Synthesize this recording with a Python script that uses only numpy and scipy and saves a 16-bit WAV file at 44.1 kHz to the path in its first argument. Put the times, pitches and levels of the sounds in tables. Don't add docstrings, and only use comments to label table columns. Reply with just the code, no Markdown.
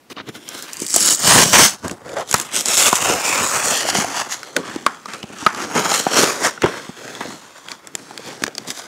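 import sys
import numpy as np
from scipy import signal
from scipy.fft import rfft, irfft
from scipy.io import wavfile
from scipy.ndimage import uniform_filter1d, map_coordinates

SR = 44100
rng = np.random.default_rng(int(sys.argv[2]) if len(sys.argv) > 2 else 0)


def transcribe(u):
    v = np.clip(np.atleast_2d(u).T, -1, 1)
    q = np.round(v * 32767).astype(np.int16)
    wavfile.write(sys.argv[1], SR, q)


N = 391147

# (full strength from [s], rise [s], hold [s], fall [s], crackle [dB], rustle [dB], flap [dB])
HAND_STROKES = [(0.101, 0.0056, 0.027, 0.0057, -42, -40.5, -43),
                (0.167, 0.0067, 0.045, 0.0083, -72, -34.5, -45.5),
                (0.289, 0.027, 0.0054, 0.013, -41, -30.5, -31),
                (0.349, 0.037, 0.017, 0.045, -41.5, -38, -44),
                (0.554, 0.16, 0.024, 0.24, -36.5, -33, -39.5), (.818, 0.074, 0, 0.12, -31, -36.5, -36.5),
                (0.994, .13, .14, 0.047, -12, -24.5, -33.5), (1.267, 0.068, 0.17, 0.015, -11, -16, -23.5),
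                (1.452, .03, 0.14, .03, -19, -25, -27), (1.533, 0.0087, 0.038, 0.038, -10, -12.5, -23.5),
                (1.588, 0.02, 0.061, 0.06, -6, -11.5, -21),
                (1.847, 0.024, 0.0075, 0.064, -34.5, -26.5, -25), (1.913, 0.024, 0, 0.054, -39, -39, -27),
                (2.094, 0.084, 0.04, 0.077, -43, -35, -34), (2.161, 0.012, 0.061, 0.029, -36.5, -20.5, -34),
                (2.315, 0.053, 0.077, 0.15, -28, -32.5, -33.5),
                (2.545, 0.026, 0.067, 0.018, -18.5, -24.5, -27.5),
                (2.707, 0.085, 0.044, 0.047, -15.5, -20, -28.5),
                (2.771, 0.0095, 0.12, 0.015, -11.5, -17, -28.5),
                (3.023, 0.09, 0.076, 0.23, -21.5, -20.5, -26.5),
                (3.246, 0.015, 0.35, 0.089, -23, -22.5, -33.5),
                (3.643, 0.031, 0.17, 0.099, -21, -22.5, -31),
                (3.895, 0.049, 0.0074, 0.02, -17.5, -21.5, -40),
                (3.955, 0.063, 0.046, 0.1, -21, -19.5, -26), (4.204, 0.21, 0, 0.067, -24, -24, -36),
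                (4.319, 0.031, 0.0065, 0.049, -22, -27.5, -45),
                (4.565, 0.014, 0.023, 0.05, -37.5, -32, -23.5),
                (4.653, 0.057, 0.096, .09, -40.5, -33.5, -40), (4.875, 0.012, 0, 0.12, -45, -35, -35),
                (5.086, 0.0097, 0.063, 0.045, -40, -29, -35), (5.408, 0.12, 0.06, .2, -36.5, -35, -65),
                (5.597, 0.11, 0.024, 0.16, -31, -26, -31), (5.766, 0.046, 0, 0.34, -23.5, -17.5, -19.5),
                (5.919, 0.062, 0.046, 0.15, -19, -17.5, -24.5),
                (6.19, 0.1, 0.0039, 0.17, -13.5, -12, -16.5), (6.441, 0.05, 0.026, 0.051, -21.5, -17, -23),
                (6.635, 0.0071, 0.0024, 0.047, -39, -16, -13), (7.207, .004, 0.014, 0.025, -40, -24, -41),
                (7.71, 0.078, 0.00066, 0.074, -40, -35.5, -45), (7.561, 0.015, 0.022, 0.018, -47, -42, -60),
                (7.983, 0.031, 0.23, 0.45, -48.5, -44.5, -46), (8.271, 0.061, 0, 0.17, -36.5, -33.5, -36.5),
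                (8.436, 0.045, 0.011, 0.019, -37, -32, -35), (8.676, 0.014, 0.042, 0.0067, -30.5, -36, -41),
                (8.771, 0.11, 0.021, 0.11, -33.5, -33.5, -46)]
# (time [s], crackle [dB], rustle [dB], flap [dB])
HELD_LEVELS = [(0, -80, -81, -70), (.25, -77, -55, -49), (.42, -51, -63, -48), (1.2, -32, -33.5, -56),
               (1.72, -53, -33, -43), (1.8, -52, -51, -49), (2.63, -73.5, -39.5, -46),
               (2.9, -22.5, -25, -42), (3.9, -51, -30.5, -32), (4.4, -46, -45, -45.5),
               (5.3, -47.5, -40, -42), (6.58, -52.5, -41.5, -43.5), (6.69, -36, -29, -28),
               (6.9, -46.5, -39.5, -46.5), (7.28, -41, -35.5, -35.5), (7.52, -49.5, -46, -57),
               (7.9, -54.5, -48.5, -48), (8.87, -49, -42, -44.5)]
# (time [s], spread of click sizes [dB])
SLIP_SPREAD = [(0, 3.5), (.7, 3), (1.1, 6), (1.3, 2), (2.3, 5), (2.8, 4), (3.5, 2.5), (5.7, 4.5),
               (6.7, 1.1), (8.87, 4)]
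# (until [s], [(frequency [Hz], relative level [dB])])
GRIP_COLOURS = [(.72, [(60, -19), (290, 2), (600, -14), (1200, -13), (2600, -15), (5500, 1), (15600, -15)]),
                (1.2, [(60, -16), (320, 1), (700, -21.5), (1400, -17), (2300, -21), (4700, -5), (7800, 3),
                (10800, -11), (15600, -16.5)]), (1.75, [(60, -9), (206, 0.5), (476, -6), (1560, -8),
                (2600, -11), (6600, -3), (8720, -7.5), (12100, -20), (15600, -20)]), (2.27, [(60, -11),
                (300, -5), (700, -3.5), (1400, -7.5), (2400, -21), (7500, -21), (15600, -43)]),
                (2.948, [(60, -18.5), (292, -7.5), (535, -8), (1250, -4), (1830, -7), (2320, -7),
                (5000, -7.5), (7000, 0), (15600, -23)]), (3.72, [(60, -14.5), (200, -11), (1400, -4),
                (1900, -10), (3600, -11), (5600, -6.5), (6900, -2), (8500, -6.5), (10300, -15.5),
                (15600, -20.5)]), (4.4, [(60, -16.5), (248, -5), (465, -6), (758, -0.5), (3060, -5.5),
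                (3600, -13), (6600, -8), (15600, -31)]), (5.7, [(60, -22.5), (216, -4.5), (560, -5.5),
                (1200, 4), (2010, -4), (7240, -6), (15600, -29.5)]), (6.549, [(60, -28.5), (192, -6.5),
                (344, -4), (420, -1.5), (1260, -2), (3690, -9.5), (6750, -6), (15600, -28)]),
                (9, [(60, -33), (115, -9), (300, -2.5), (700, -6.5), (1560, -5), (2850, -14.5), (3300, -10),
                (3950, -14.5), (4600, -13), (7000, -13.5), (9570, -22.5), (15600, -35)])]
# (time [s], pitch [Hz], lift [dB])
POCKET_RESONANCE = [(3.0, 2900, 6.5), (3.2, 2560, 6), (3.4, 2500, 8.5), (3.6, 2320, 3), (3.8, 2600, 0.5)]
# (time [s], tick [dB], panel pitch [Hz], panel [dB])
CREASE_SNAPS = [(0.12, -42, 2440, -31), (0.173, -53, 1150, -24.5), (0.2, -62, 1270, -23),
                (0.2887, -37, 5230, -26), (0.48, -34, 3200, -25), (0.489, -18, 7100, -19),
                (0.624, -18.5, 4900, -27), (0.732, -18, 5540, -30.5), (0.769, -20, 7000, -25),
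                (0.801, -15.5, 7200, -28.5), (0.819, -13, 298, -16.5), (0.865, -11.5, 4800, -18),
                (0.905, -14, 7500, -17), (0.941, -3.5, 1350, -16.5), (0.961, 8.5, 675, -7),
                (1.881, -21.5, 6800, -12.5), (1.896, -22, 2770, -23), (1.912, -19, 7220, -18),
                (2.093, -32, 2330, -30), (2.3123, -12, 6560, -4), (2.327, -8, 1550, -17),
                (2.3409, 6, 1320, 3.5), (2.3992, -10, 6700, -4.5), (2.4139, -20, 7200, -11.5),
                (2.544, -15, 6960, -14), (2.6577, -18, 7000, -0.5), (2.9281, -7, 1004, 2),
                (2.955, -7, 6700, -13), (3.0993, -38, 390, -9), (3.722, -28, 700, -7.5),
                (3.852, -25, 610, -13), (3.8878, -12, 790, -9), (3.9513, -11, 770, -7.5),
                (3.985, -19, 247, -9.5), (4.0445, -20, 704, -6.5), (4.431, -20, 1490, -26.5),
                (4.565, -2, 1470, -8.5), (4.6, -40, 280, -26), (4.76, -21, 300, -16),
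                (4.864, -5.5, 1116, 1.5), (5.0573, -24, 1180, -20.5), (5.1353, -20.5, 1150, -19),
                (5.229, -23, 2990, -18), (5.238, -34, 190, -18.5), (5.301, -50, 240, -27.5),
                (5.425, -34, 276, -13.5), (5.4637, -11, 1260, 7.5), (5.547, -20, 1200, -18),
                (5.7599, -21, 450, -18), (5.9172, -13, 790, -3), (5.94, -3, 1280, -9),
                (6.0668, -25, 770, -0.5), (6.241, -10, 6000, -14), (6.576, -42, 1470, -22),
                (6.62, -11, 2060, -10.5), (6.641, -17, 302, 4), (6.6598, -19, 1040, -6),
                (6.892, -43, 227, -18.5), (7.078, -27, 1620, -28), (7.151, -24, 3420, -25),
                (7.21, -35, 302, -23), (7.254, -45, 348, -19), (7.305, -35, 1200, -26),
                (7.685, -23, 3280, -23), (7.7168, -21, 4400, -15), (7.872, -25, 7600, -20),
                (7.952, -11.5, 7220, -8.5), (8.109, -30, 830, -23.5), (8.1763, -18, 4540, -19),
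                (8.194, -37, 500, -25.5), (8.4214, -22, 300, -22), (8.4373, -4, 286, -13),
                (8.465, -17.5, 1700, -17), (8.479, -19, 450, -16.5), (8.5514, -32, 5060, -18),
                (8.581, -14, 4560, -9.5), (8.7035, -11, 5060, -12)]
# (frequency [Hz], relative level [dB])
ROOM_SPECTRUM = [(40, -4), (273, 2), (7560, -18), (15600, -23)]

SLIPS_PER_S = 1500
FIBRE_LOW_HZ, FIBRE_TOP_HZ, FIBRE_T60_CYCLES, FIBRE_RUB = 3320, 13500, 5.2, 1.31
FLAP_TOP_HZ, RUSTLE_TOP_HZ = 550, 2890
STROKE_DEPTH_DB = 20
BEND_DB, BEND_S, BEND_WIDTH_HZ, POCKET_WIDTH_HZ = 3.5, .15, 264.4, 380
TICK_T60_S, TICK_LOW_HZ, THUD_GAIN, THUD_TOP_HZ = .013, 1390, .35, 924
PANEL_MAX_T60_S, PANEL_MAX_CYCLES, RATTLE_T60_S, RATTLE_BAND_RATIO = .025, 51, .39, 1.42
ROOM_DB, MIC_LOW_HZ, CLIP_LEVEL, TOP_HZ = -53.5, 75, .75, 15700


def crinkle():
    crackle, rustle, flap = hand_gains()
    spread_db, = curves(SLIP_SPREAD)
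    sizes = np.minimum(rng.exponential(size=N), 3.2) + .5 * walk(90)
    slips = (rng.random(N) < SLIPS_PER_S / SR) * undb(spread_db * sizes)
    finger_pressure = undb(1.5 * walk(11))
    out = sheet_colour(crackle * fibres(slips, spread_db), RUSTLE_TOP_HZ, SR)
    for gain, lo_hz, hi_hz, t60_s, skin_rub, flicker_db in (
            (rustle, FLAP_TOP_HZ, RUSTLE_TOP_HZ, .015, .6, 1.2), (flap, 0, FLAP_TOP_HZ, .04, .35, 2.0)):
        bursts = even_out(decay(slips, t60_s))
        strength = (bursts + skin_rub) * finger_pressure * undb(flicker_db * walk(30))
        shake = unit(strength * rng.standard_normal(N))
        out += sheet_colour(gain * shake, lo_hz, hi_hz)
    return out


def fibres(slips, spread_db):
    pitches_hz = np.geomspace(FIBRE_LOW_HZ, FIBRE_TOP_HZ, num=6)
    plucked = rng.integers(len(pitches_hz), size=N)
    rings = np.zeros(N)
    for k, hz in enumerate(pitches_hz):
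        pole = 1000 ** (-hz / (FIBRE_T60_CYCLES * SR)) * np.exp(2j * np.pi * hz / SR)
        rings += hz * signal.lfilter([1], [1, -pole], slips * (plucked == k)).real
    skin_rub = FIBRE_RUB * undb(.59 * walk(30) - 1.5 * spread_db) * rng.standard_normal(N)
    return unit(even_out(rings) + skin_rub)


def hand_gains():
    t = np.arange(N) / SR
    power = undb(curves(HELD_LEVELS) + 1.6 * walk(24)) ** 2
    for at_s, rise_s, hold_s, fall_s, *levels_db in HAND_STROKES:
        near = (t > at_s - 3 * rise_s) & (t < at_s + hold_s + 3 * fall_s)
        age_s = t[near] - at_s
        away = np.maximum(-age_s / rise_s, 0) + np.maximum((age_s - hold_s) / fall_s, 0)
        power[:, near] += np.outer(undb(levels_db) ** 2, undb(-STROKE_DEPTH_DB * away) ** 2)
    return np.sqrt(power)


def sheet_colour(x, lo_hz, hi_hz):
    out, start_s, t = np.zeros(2 * N), -1, np.arange(N) / SR
    for end_s, spectrum in GRIP_COLOURS:
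        share = np.clip((t - start_s) * 20 + .5, 0, 1) - np.clip((t - end_s) * 20 + .5, 0, 1)
        held = np.flatnonzero(share > 0)
        coloured = signal.oaconvolve(np.sqrt(share[held]) * x[held], response(spectrum, lo_hz, hi_hz))
        out[held[0]:held[0] + len(coloured)] += coloured
        start_s = end_s
    return out[:N]


def bending(x):
    f, t, spectra = signal.stft(x, SR, nperseg=512)
    patches = rng.standard_normal((200, 300))
    grid = np.meshgrid(f / BEND_WIDTH_HZ, t / BEND_S, indexing="ij")
    gain = unit(undb(BEND_DB * map_coordinates(patches, grid, order=1)))
    times_s, pocket_hz, lift_db = np.transpose(POCKET_RESONANCE)
    peak = np.exp(-((f[:, None] - np.interp(t, times_s, pocket_hz)) / POCKET_WIDTH_HZ) ** 2)
    gain *= undb(np.interp(t, times_s, lift_db, left=0, right=0) * peak)
    return signal.istft(spectra * gain, SR, nperseg=512)[1][:N]


def crease_snaps():
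    t = np.arange(int(.2 * SR)) / SR
    ticks, panels, thuds = np.zeros((3, N + len(t)))
    noises = rng.standard_normal((len(CREASE_SNAPS), 2, len(t)))
    for (at_s, tick_db, hz, panel_db), (grit, jolt) in zip(CREASE_SNAPS, noises):
        span = slice(int(at_s * SR), int(at_s * SR) + len(t))
        ticks[span] += undb(tick_db) * np.sign(grit) * np.minimum(t / .0004, 1) * 1000 ** (-t / TICK_T60_S)
        size = min(PANEL_MAX_CYCLES / hz / PANEL_MAX_T60_S, 1)
        dying = 1000 ** (-t / (PANEL_MAX_T60_S * size))
        ring = -np.sin(2 * np.pi * hz * t) * np.minimum(t / (.00081 * size), 1) * dying
        band = signal.butter(2, [hz / RATTLE_BAND_RATIO, hz * RATTLE_BAND_RATIO], "bandpass", fs=SR)
        rattle_gain = .52 * dying + .034 * size * 1000 ** (-t / RATTLE_T60_S)
        rattle = rattle_gain * unit(signal.lfilter(*band, jolt))
        panels[span] += undb(panel_db) * (ring + rattle)
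        thuds[span] += undb(panel_db) * THUD_GAIN * size * jolt * 1000 ** (-t / PANEL_MAX_T60_S)
    return sheet_colour(ticks[:N], TICK_LOW_HZ, SR) + panels[:N] + sheet_colour(thuds[:N], 0, THUD_TOP_HZ)


def room():
    return undb(ROOM_DB) * signal.oaconvolve(rng.standard_normal(N), response(ROOM_SPECTRUM))[:N]


def undb(db):
    return 10 ** (np.asarray(db) / 20)


def unit(x):
    return x / np.sqrt(np.mean(x ** 2))


def even_out(x):
    return x / np.sqrt(uniform_filter1d(x ** 2, size=SR // 12))


def curves(table):
    times_s, *columns = np.transpose(table)
    return [np.interp(np.arange(N) / SR, times_s, column) for column in columns]


def response(spectrum, lo_hz=0, hi_hz=SR, size=2048):
    f = np.maximum(np.arange(size + 1) * SR / (2 * size), 10)
    hz, db = np.transpose(spectrum)
    edge_loss = np.sqrt((1 + (lo_hz / f) ** 10) * (1 + (f / hi_hz) ** 10))
    gain = undb(np.interp(np.log(f), np.log(hz), db)) / edge_loss
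    cepstrum = irfft(np.log(gain))
    cepstrum[1:size] *= 2
    cepstrum[size + 1:] = 0
    impulse = irfft(np.exp(rfft(cepstrum)))[:size]
    return impulse / np.sqrt(np.sum(impulse ** 2))


def walk(rate_hz):
    hold = int(SR / rate_hz)
    steps = np.repeat(rng.standard_normal(N // hold + 1), hold)
    return unit(uniform_filter1d(steps, hold)[:N])


def decay(x, t60_s):
    return signal.lfilter([1], [1, -1000 ** (-1 / (t60_s * SR))], x)


def scene():
    background = room()
    return (bending(crinkle()) + crease_snaps() + background)[None]


def record(dry):
    low_cut = signal.butter(4, MIC_LOW_HZ, "highpass", fs=SR, output="sos")
    top_cut = signal.ellip(14, .2, 100, TOP_HZ, fs=SR, output="sos")
    clipped = np.clip(signal.sosfilt(low_cut, dry), -CLIP_LEVEL, CLIP_LEVEL)
    return signal.sosfilt(top_cut, clipped)


dry = scene()
out = record(dry)
transcribe(out)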